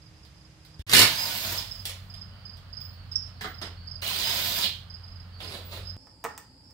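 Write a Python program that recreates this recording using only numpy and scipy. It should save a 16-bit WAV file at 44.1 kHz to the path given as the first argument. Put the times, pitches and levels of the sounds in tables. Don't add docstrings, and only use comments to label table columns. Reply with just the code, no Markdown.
import sys
import numpy as np
from scipy import signal
from scipy.fft import rfft, irfft, next_fast_len
from scipy.io import wavfile

SR = 44100
rng = np.random.default_rng(int(sys.argv[2]) if len(sys.argv) > 2 else 0)


def to_wav(s):
    ch = np.atleast_2d(s).T
    pcm = np.round(np.clip(ch, -1, 1) * 32767)
    wavfile.write(sys.argv[1], SR, pcm.astype(np.int16))


N = 296793
T = np.arange(N) / SR
SILENCE_S, WRENCH_IN_S, WRENCH_OUT_S = .823, .866, 5.967


def undb(db):
    return 10 ** (np.asarray(db) / 20)


def unit(x):
    return x / np.sqrt(np.mean(x ** 2))


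def on_log(hz, points):
    f, value = np.transpose(points)
    return np.interp(np.log(np.maximum(hz, 1)), np.log(f), value)


def fade(s, db):
    return undb(np.interp(T, s, db)) * (T >= s[0]) * (T <= s[-1])


def walk(rate):
    knots = np.arange(0, T[-1] + 1, 1 / rate)
    return np.interp(T, knots, rng.standard_normal(len(knots)))


def pan(db):
    return undb(np.array([[db], [-db]]) / 2)


def conv(x, response):
    return signal.oaconvolve(np.atleast_2d(x), np.atleast_2d(response), axes=-1)[:, :N]


def body(points, size=2048):
    log_spectrum = np.log(undb(on_log(np.fft.rfftfreq(size, 1 / SR), points)))
    cepstrum = irfft(log_spectrum)
    cepstrum[1:size // 2] *= 2
    cepstrum[size // 2 + 1:] = 0
    return unit(irfft(np.exp(rfft(cepstrum)))) / np.sqrt(size)


def ring(modes, size=8192):
    t = T[:size]
    waves = 0
    for hz, width, db in modes:
        decay = np.exp(-np.pi * width * t)
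        waves = waves + undb(db) * width * decay * np.sin(2 * np.pi * (hz * t + rng.random()))
    return unit(waves) / np.sqrt(size)


def diffuse(size, apart_hz):
    hz = np.fft.rfftfreq(size, 1 / SR)
    mid, side = rfft(rng.standard_normal((2, size)))
    alike = .97 / (1 + (hz / apart_hz) ** 2)
    return hz, mid * np.sqrt(1 + alike) + side * np.sqrt(1 - alike) * np.array([[1], [-1]])


def garage(x, direct_db, lag_samples=8, size=32768):
    # frequency in Hz, reverberation time T60 in s.
    room_t60 = [(100, 0.33), (1000, 0.34), (4000, 0.36), (15000, 0.17)]
    hz, field = diffuse(size, apart_hz=800)
    centres = np.geomspace(100, 16000, 8)
    tail = 0
    for centre, pick in zip(centres, np.eye(len(centres))):
        band = irfft(field * np.interp(hz, centres, pick))
        tail = tail + band * np.exp(-np.log(1000) * T[:size] / on_log(centre, room_t60))
    onset = np.minimum(T[:size] / 0.0029, 1)
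    response = unit(tail * onset) / np.sqrt(size)
    response[[0, 1], [0, lag_samples]] += undb(direct_db)
    return conv(x, response / np.sqrt(1 + undb(2 * direct_db)))


def shaken(x, direct_db, size=3):
    shares = np.array([walk(40) for _ in range(size)])
    shares = shares / np.sqrt(np.sum(shares ** 2, axis=0))
    echoes = sum(garage(x * share, direct_db=-60) for share in shares)
    direct = np.vstack([x, np.roll(x, 8, axis=-1)])
    return (echoes + undb(direct_db) * direct) / np.sqrt(1 + undb(2 * direct_db))


def ports(x, size=512):
    # frequency in Hz, left minus right in dB.
    port_lean = [(60, 1), (400, -3), (700, 0), (1300, -6.5), (2400, -5), (4400, -13.5), (6000, -1.5),
                 (8100, 10), (11000, -1.5), (15000, -4.5)]
    lean = on_log(np.fft.rfftfreq(size, 1 / SR), port_lean) * np.array([[1], [-1]]) / 2
    response = np.fft.fftshift(irfft(undb(lean)), axes=-1)
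    return signal.oaconvolve(x, response, mode="same", axes=-1)


def grit(spread_db):
    sizes = np.repeat(rng.standard_normal(N // 32 + 1), 32)[:N]
    return unit(rng.standard_normal(N) * undb(spread_db * sizes))


def strikes(rows, length=.002, split_hz=3000, push=0, size=8192):
    out = np.zeros(N + size)
    lowpass = signal.butter(1, split_hz, fs=SR, output="sos")
    for s, db, treble_db, *own in rows:
        decay_s = own[0] if own else length
        chatter = rng.standard_normal(size) * np.exp(-T[:size] / decay_s)
        chatter[0] += push * np.linalg.norm(chatter)
        force = chatter / np.hypot(1, push)
        soft = signal.sosfilt(lowpass, force)
        start = int(s * SR)
        out[start:start + size] += undb(db) * (soft + undb(treble_db) * (force - soft))
    return out[:N]


def air(points, db, pan_db):
    hz, field = diffuse(next_fast_len(N + 1, True) * 2, apart_hz=800)
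    lean = pan_db * np.array([[1], [-1]]) / 2 * on_log(hz, [(4500, 0.83), (8000, 0.067)])
    noise = irfft(field * undb(on_log(hz, points) + lean))[:, :N]
    return unit(noise) * undb(db + .8 * walk(4))


def hum(hz=156, db=-61, octave_db=-65):
    tone = undb(db + 2 * walk(6.6)) * np.sin(2 * np.pi * hz * T)
    return tone + undb(octave_db) * np.sin(4 * np.pi * hz * T)


def stridulate(rows, start_hz=5150, fall_hz=650, length=0.023, hz_per_db=18, size=2048):
    out = np.zeros(N + size)
    for s, db in rows:
        pitch, sag, pace = rng.standard_normal(3) * [35, .15, .09]
        u = np.minimum(T[:size] / (length * np.exp(pace)), 1)
        top_hz = start_hz + hz_per_db * max(db + 40.5, 0) + pitch
        hz = top_hz - fall_hz * np.exp(sag) * u ** 1.3
        swell = np.sin(np.pi * u ** 0.54) ** 2
        start = int(s * SR)
        out[start:start + size] += undb(db) * swell * np.sin(2 * np.pi * np.cumsum(hz) / SR)
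    return out[:N]


def crickets(far_db=-57, count=130, trill_stroke_s=0.012):
    # start in seconds, number of strokes, which stroke is strongest, relative level in dB.
    near_rows = [(.018, 2, 2, -58), (.228, 1, 1, -62), (.366, 3, 3, -59), (.657, 4, 3, -57.5),
                 (1.19, 2, 1, -36.5), (1.578, 1, 1, -39), (1.67, 4, 2, -43.5), (2.097, 2, 2, -46),
                 (2.171, 2, 2, -41), (2.451, 3, 1, -46.5), (2.727, 5, 2, -43.5), (3.114, 2, 2, -37.5),
                 (3.177, 2, 2, -46.5), (3.541, 4, 4, -44.5), (3.871, 3, 2, -42.5), (4.61, 2, 1, -38.5),
                 (4.898, 2, 2, -43), (5.035, 5, 5, -47), (5.431, 2, 2, -46.5), (5.829, 2, 2, -49),
                 (5.85, 2, 2, -50)]
    # start in seconds, nominal starting pitch in Hz, relative level in dB.
    trills = [(2.299, 4800, -62), (2.891, 4570, -56.5), (3.32, 4600, -58.5), (3.76, 4620, -52.5),
              (5.32, 4620, -53), (5.976, 5410, -61), (6.27, 5370, -63), (6.49, 5040, -62.5),
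              (6.63, 5380, -59.5)]
    stroke_s, accent_db, scatter_db, trill_s = .0405, 5.5, 4, 0.13
    strokes = []
    for start, number, strongest, db in near_rows:
        for k in range(round(number)):
            accent = accent_db * (k + 1 == round(strongest))
            strokes.append((start + k * stroke_s, db + accent + scatter_db * rng.standard_normal()))
    near = garage(undb(2) * stridulate(strokes), direct_db=5.5, lag_samples=12) * pan(db=-13.5)
    far = stridulate([(when * T[-1], far_db - 8 * loud) for when, loud in rng.random((count, 2))])
    for start, hz, db in trills:
        times = np.arange(start, min(start + trill_s, T[-1]), trill_stroke_s)
        far = far + stridulate([(s, db) for s in times], start_hz=hz, fall_hz=390.5)
    return near + garage(far, direct_db=-9) * pan(db=-12.0)


def clicks():
    # start in seconds, relative level in dB, treble in dB.
    click_rows = [(.25, -65, 12.5), (.65, -63.5, 15.5), (.794, -47, -1), (1.854, -35, 12),
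                  (1.895, -42, 11.5), (1.918, -46, -10), (2.14, -50.5, 4), (2.57, -58, 7.5),
                  (2.805, -53.5, 5), (3.12, -53.5, 4), (4.024, -31, -14.5), (5.404, -35.5, -8)]
    # frequency in Hz, level in dB.
    click_colour = [(200, -30), (500, -3), (1200, -9), (3500, -3.5), (5300, -9), (7000, -14.5),
                    (11000, -15), (13500, -14.5), (16000, -17.5)]
    force = strikes(click_rows, length=0.0021, push=.5)
    return shaken(undb(7.5) * conv(force, body(click_colour)), direct_db=-5)


def bump(start_s=.795, hz=75, db=-24, decay=0.0089):
    t = np.maximum(T - start_s, 0)
    return undb(db) * np.exp(-t / decay) * np.sin(2 * np.pi * hz * t)


def idle(level_db=-1.0, waver_db=1.5):
    # time in seconds, mean firing rate in Hz, relative level in dB.
    idle_course = [(1.3, 94, -54.5), (1.45, 92.6, -45.5), (2.47, 94.4, -48.5), (2.56, 89.8, -50),
                   (3.51, 87.47, -47), (5.36, 88.2, -48.5), (5.96, 90.8, -41)]
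    # multiple of half the firing rate, relative level in dB.
    idle_lines = [(1, -4.5), (2, 5), (3, -24), (4, -12)]
    s, hz, db = np.transpose(idle_course)
    turns = np.cumsum(np.interp(T, s, hz) * (1 + 0.015 * walk(20))) / SR / 2
    lines = 0
    for k, line_db in idle_lines:
        lines = lines + undb(line_db + 0.56 * walk(25.0)) * np.sin(2 * np.pi * round(k) * turns)
    return lines * undb(np.interp(T, s, db) + level_db + waver_db * walk(7))


def hammering():
    # start in seconds, relative level in dB.
    blows = [(0.895, -24.5), (0.915, -20.5), (0.927, -18), (0.934, -6.5), (0.949, -9), (0.966, -9),
             (0.981, -11.5), (0.991, -5), (1.017, -9)]
    # frequency in Hz, level in dB.
    blow_colour = [(41, -39.5), (70, -15), (96, 4.5), (142, -9), (228, -6), (566, -10), (635, -10),
                   (872, -10), (1540, -5), (1850, -1), (3260, -4), (10900, -18), (13000, -10),
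                   (14900, -13.5), (16000, -33)]
    # frequency in Hz, width in Hz, relative level in dB.
    socket_modes = [(2005, 110, -14.5), (3020, 14, 1.5), (3170, 22, 1.5), (4060, 620, -6),
                    (6730, 38, -28.5), (9400, 60, 2.5), (10200, 480, -8.5), (9600, 28, -10.5),
                    (10500, 58, -15.5), (12160, 180, 0), (14200, 99, -12.5), (14700, 170, -6.5)]
    wind_up = rng.standard_normal(N) * fade([WRENCH_IN_S, blows[1][0]], [-51, -33.5])
    treble_db = 3.5
    force = strikes([(s, db, treble_db) for s, db in blows], length=0.0037) + wind_up
    wheel = undb(-8) * conv(force, ring(socket_modes))
    return undb(2.0) * conv(force, body(blow_colour)) + wheel


def shaft_motion(start, release, spin_up, coast, top_hz):
    start_share, creep_hz_per_s = .33, 75
    gear_power, release_db_per_s, whirr_db = 0.58, 123, -16.5
    running, coasting = np.maximum(T - start, 0), np.maximum(T - release, 0)
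    powered = top_hz * (1 - (1 - start_share) * np.exp(-running / spin_up))
    powered = powered + creep_hz_per_s * (running - coasting)
    hz = powered * np.exp(-(coasting / coast) ** 2) * (1 + .0012 * walk(60))
    let_go = undb(np.maximum(-release_db_per_s * coasting, whirr_db))
    drive = (hz / top_hz) ** gear_power * let_go * (T >= start)
    return hz, np.cumsum(hz) / SR, drive


def free_run(run, gear_ratio=11.5, throb=0.2, dull_shift=0.85):
    # frequency in Hz, level in dB.
    gear_colour = [(71, -26), (120, -6.5), (454, -14), (643, -5.5), (874, -10.5), (968, -6.5), (1140, -11),
                   (1340, -9), (2340, -5), (4980, -7), (11500, -14), (13300, -5), (16000, -5.5)]
    # frequency in Hz, level in dB.
    rattle_colour = [(1500, -28.5), (2500, -13), (3100, -8.5), (3600, 0.5), (4400, -9.5), (5000, -1.5),
                     (6000, -35.5), (9000, -42.5)]
    *motion, gear_db, rattle_db, brake_db = run
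    release = motion[1]
    shaft_hz, turns, drive = shaft_motion(*motion)
    wobble = 1 + throb * np.sin(2 * np.pi * turns / gear_ratio)
    gears = conv(grit(spread_db=4.5) * wobble, body(gear_colour))
    fast = (shaft_hz / shaft_hz.max()) ** 4
    dull_colour = [(hz * dull_shift, db) for hz, db in rattle_colour]
    dull = conv(grit(spread_db=6) * np.sqrt(1 - fast), body(dull_colour))
    bright = conv(grit(spread_db=5) * np.sqrt(fast), body(rattle_colour))
    brake_delay_s, brake_length_s = 0.046, 0.019
    jolt = undb(brake_db) * np.exp(-((T - release - brake_delay_s) / brake_length_s) ** 2)
    churn = gears * (undb(gear_db) * drive + undb(-2.5) * jolt)
    rattle = (dull + bright) * wobble * (undb(rattle_db) * drive + undb(2) * jolt)
    return churn + rattle


def whine(run, speed_power=2):
    # multiple of the shaft rate, relative level in dB.
    whine_orders = [(2, -17.5), (9, -20), (10, -19), (11, -15), (14, -17), (23, -21), (28, -21)]
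    # frequency in Hz, width in Hz, strength in dB.
    housing = [(4990, 75, 18), (13400, 900, 12)]
    *motion, gear_db, _, _ = run
    shaft_hz, turns, drive = shaft_motion(*motion)
    tones = 0
    for order, db in whine_orders:
        boost = 1
        for hz, width, up_db in housing:
            boost = boost + undb(up_db) / (1 + (2 * (order * shaft_hz - hz) / width) ** 2)
        tones = tones + undb(db + 2.5 * walk(45)) * boost * np.sin(2 * np.pi * order * turns)
    speed = (shaft_hz / shaft_hz.max()) ** speed_power
    return garage(tones * drive * speed * undb(gear_db), direct_db=3, lag_samples=10)


def squeak(waver=0.0033):
    # middle in seconds, length in seconds, mean pitch in Hz, relative level in dB.
    squeak_row = (2.34, .24, 3025, -63)
    s, length, hz, db = squeak_row
    swell = np.exp(-(2 * (T - s) / length) ** 2)
    return undb(db) * swell * np.sin(2 * np.pi * np.cumsum(hz * (1 + waver * walk(60))) / SR)


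def handling():
    # start in seconds, relative level in dB, treble in dB, chatter decay in s.
    knock_rows = [(3.272, -46, 2, 0.017), (3.409, -35, 8.5, 0.027), (3.445, -26, -19, 0.013),
                  (3.615, -25, -0.5, 0.016), (3.63, -32, -10, 0.027)]
    # frequency in Hz, level in dB.
    knock_colour = [(88, -28), (150, 0.5), (309, -2), (871, -6.5), (1100, -6.5), (1900, -7), (2550, -10),
                    (3160, -5.5), (4320, -10), (5050, -7), (6260, -18), (14500, -26.5), (16000, -30)]
    # start in seconds, relative level in dB, treble in dB.
    clack_rows = [(3.411, -29, 5), (3.444, -22, -9), (3.457, -25, -17)]
    # frequency in Hz, width in Hz, relative level in dB.
    clack_modes = [(723, 43, 1.5), (1240, 140, 0.5), (1550, 160, -5), (1680, 78, 1), (2120, 160, -2)]
    # peak in seconds, relative level in dB, rise in s.
    pulls = [(5.415, -42, 0.014), (5.53, -40, 0.038), (5.726, -39, 0.017)]
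    # frequency in Hz, level in dB.
    scrape_colour = [(110, -34), (180, -10), (334, -7), (555, -2), (824, -11), (1030, -10.5), (1950, -12.5),
                     (3990, -8), (5000, -12), (5700, -20.5), (12100, -20.5), (16000, -24)]
    # start in seconds, relative level in dB.
    pings = [(2.805, -48), (3.412, -43), (5.58, -55), (5.645, -46), (5.735, -52)]
    # frequency in Hz, relative level in dB, T60 in s.
    nut_modes = [(8310, -18, .35), (11820, -16, .42), (15430, 0, .55)]
    knocks = undb(-6) * conv(strikes(knock_rows), body(knock_colour))
    clacks = conv(strikes(clack_rows, length=0.003, push=1.6), ring(clack_modes))
    pressure = 0
    for s, db, rise in pulls:
        pressure = pressure + undb(db) * np.exp(-np.maximum((s - T) / rise, (T - s) / 0.058))
    scrape = conv(grit(spread_db=5.5) * pressure, body(scrape_colour))
    taps = np.zeros(N)
    for s, db in pings:
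        taps[int(s * SR)] = undb(db)
    t = T[:SR]
    nut = sum(undb(db - 60 * t / t60) * np.sin(2 * np.pi * hz * t) for hz, db, t60 in nut_modes)
    return knocks + clacks + scrape + conv(taps, nut) * undb(2.1 * walk(50))


def suspension():
    # start in seconds, relative level in dB, treble in dB, chatter decay in s.
    clunks = [(6.07, -52, -14, 0.0087), (6.24, -34.5, 4, 0.0038), (6.243, -23.5, -0.5, 0.003),
              (6.25, -25.5, -23, 0.0071), (6.262, -33, -20, 0.0068), (6.378, -45.5, 13, 0.0084),
              (6.708, -76, 19, 0.012)]
    # frequency in Hz, level in dB.
    clunk_colour = [(100, -33), (220, -24), (320, -4.5), (450, 9), (600, -10), (800, -3), (1050, -2.5),
                    (1350, -7), (1800, -25.5), (2200, -4.5), (4500, -17), (8400, -9.5), (10500, -23.5),
                    (15000, -12.5)]
    # frequency in Hz, width in Hz, relative level in dB.
    clunk_modes = [(430, 120, 7.5), (800, 160, 7.5), (1330, 93, 7), (1433, 45, 5.5), (1840, 170, 4.5),
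                   (2620, 80, -4)]
    force = strikes(clunks, push=1.3)
    steel = undb(1) * conv(force, body(clunk_colour)) + undb(-0.5) * conv(force, ring(clunk_modes))
    return garage(steel, direct_db=3.5, lag_samples=0) * pan(db=-2.5)


def scene():
    # start in seconds, trigger let go in seconds, spin-up in s, coasting in s,
    # shaft rate before creep in Hz, then relative levels in dB of gear noise, nut rattle and its braking jolt.
    runs = [(1.017, 1.539, .04, 0.28, 442.1, -31.5, -45.5, -47),
            (4.017, 4.594, .068, .11, 442, -30, -35, -31)]
    # frequency in Hz, relative density in dB per Hz.
    air_first = [(15, -35), (25, -17), (70, 4.5), (157, -2.5), (263, -19), (309, -15), (354, -19),
                 (489, -19), (1160, -21.5), (2910, -24), (4250, -25.5), (5000, -23), (5430, -25.5),
                 (13600, -43), (16000, -66)]
    air_main = [(15, -43), (25, -11), (108, -4.5), (263, -23), (309, -33), (591, -27), (936, -28),
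                (1290, -24.5), (2480, -33.5), (3080, -29), (3620, -34.5), (4610, -27.5), (5730, -45),
                (12900, -51.5), (16000, -45.5)]
    air_last = [(15, -39), (25, -10), (76, 8), (223, -5), (263, 0.5), (451, -18), (503, -7), (734, -18.5),
                (863, -7.5), (1070, -20), (4030, -26), (4870, -2.5), (5880, -37.5), (7310, -21.5),
                (16000, -42.5)]
    action = hammering() + handling() + squeak() + sum(free_run(run) for run in runs)
    tool = ports(shaken(action, direct_db=-2.5) + sum(whine(run) for run in runs) + clicks())
    first = (air(air_first, db=-52, pan_db=-3.5) + hum() + bump()) * (T < SILENCE_S)
    main = (air(air_main, db=-48.5, pan_db=-6.0) + idle()) * (T >= WRENCH_IN_S)
    last = air(air_last, db=-55.5, pan_db=-1.5) + suspension()
    mix = np.where(T < WRENCH_OUT_S, first + main + tool, last) + crickets()
    return mix * ((T < SILENCE_S) | (T >= WRENCH_IN_S))


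def record(dry):
    lean = signal.sosfilt(signal.butter(2, 30, "high", fs=SR, output="sos"), dry)
    rounded = np.tanh(1.45 * lean) / 1.45
    return signal.sosfilt(signal.ellip(10, .2, 80, 15700, fs=SR, output="sos"), rounded)


dry = scene()
out = record(dry)
to_wav(out)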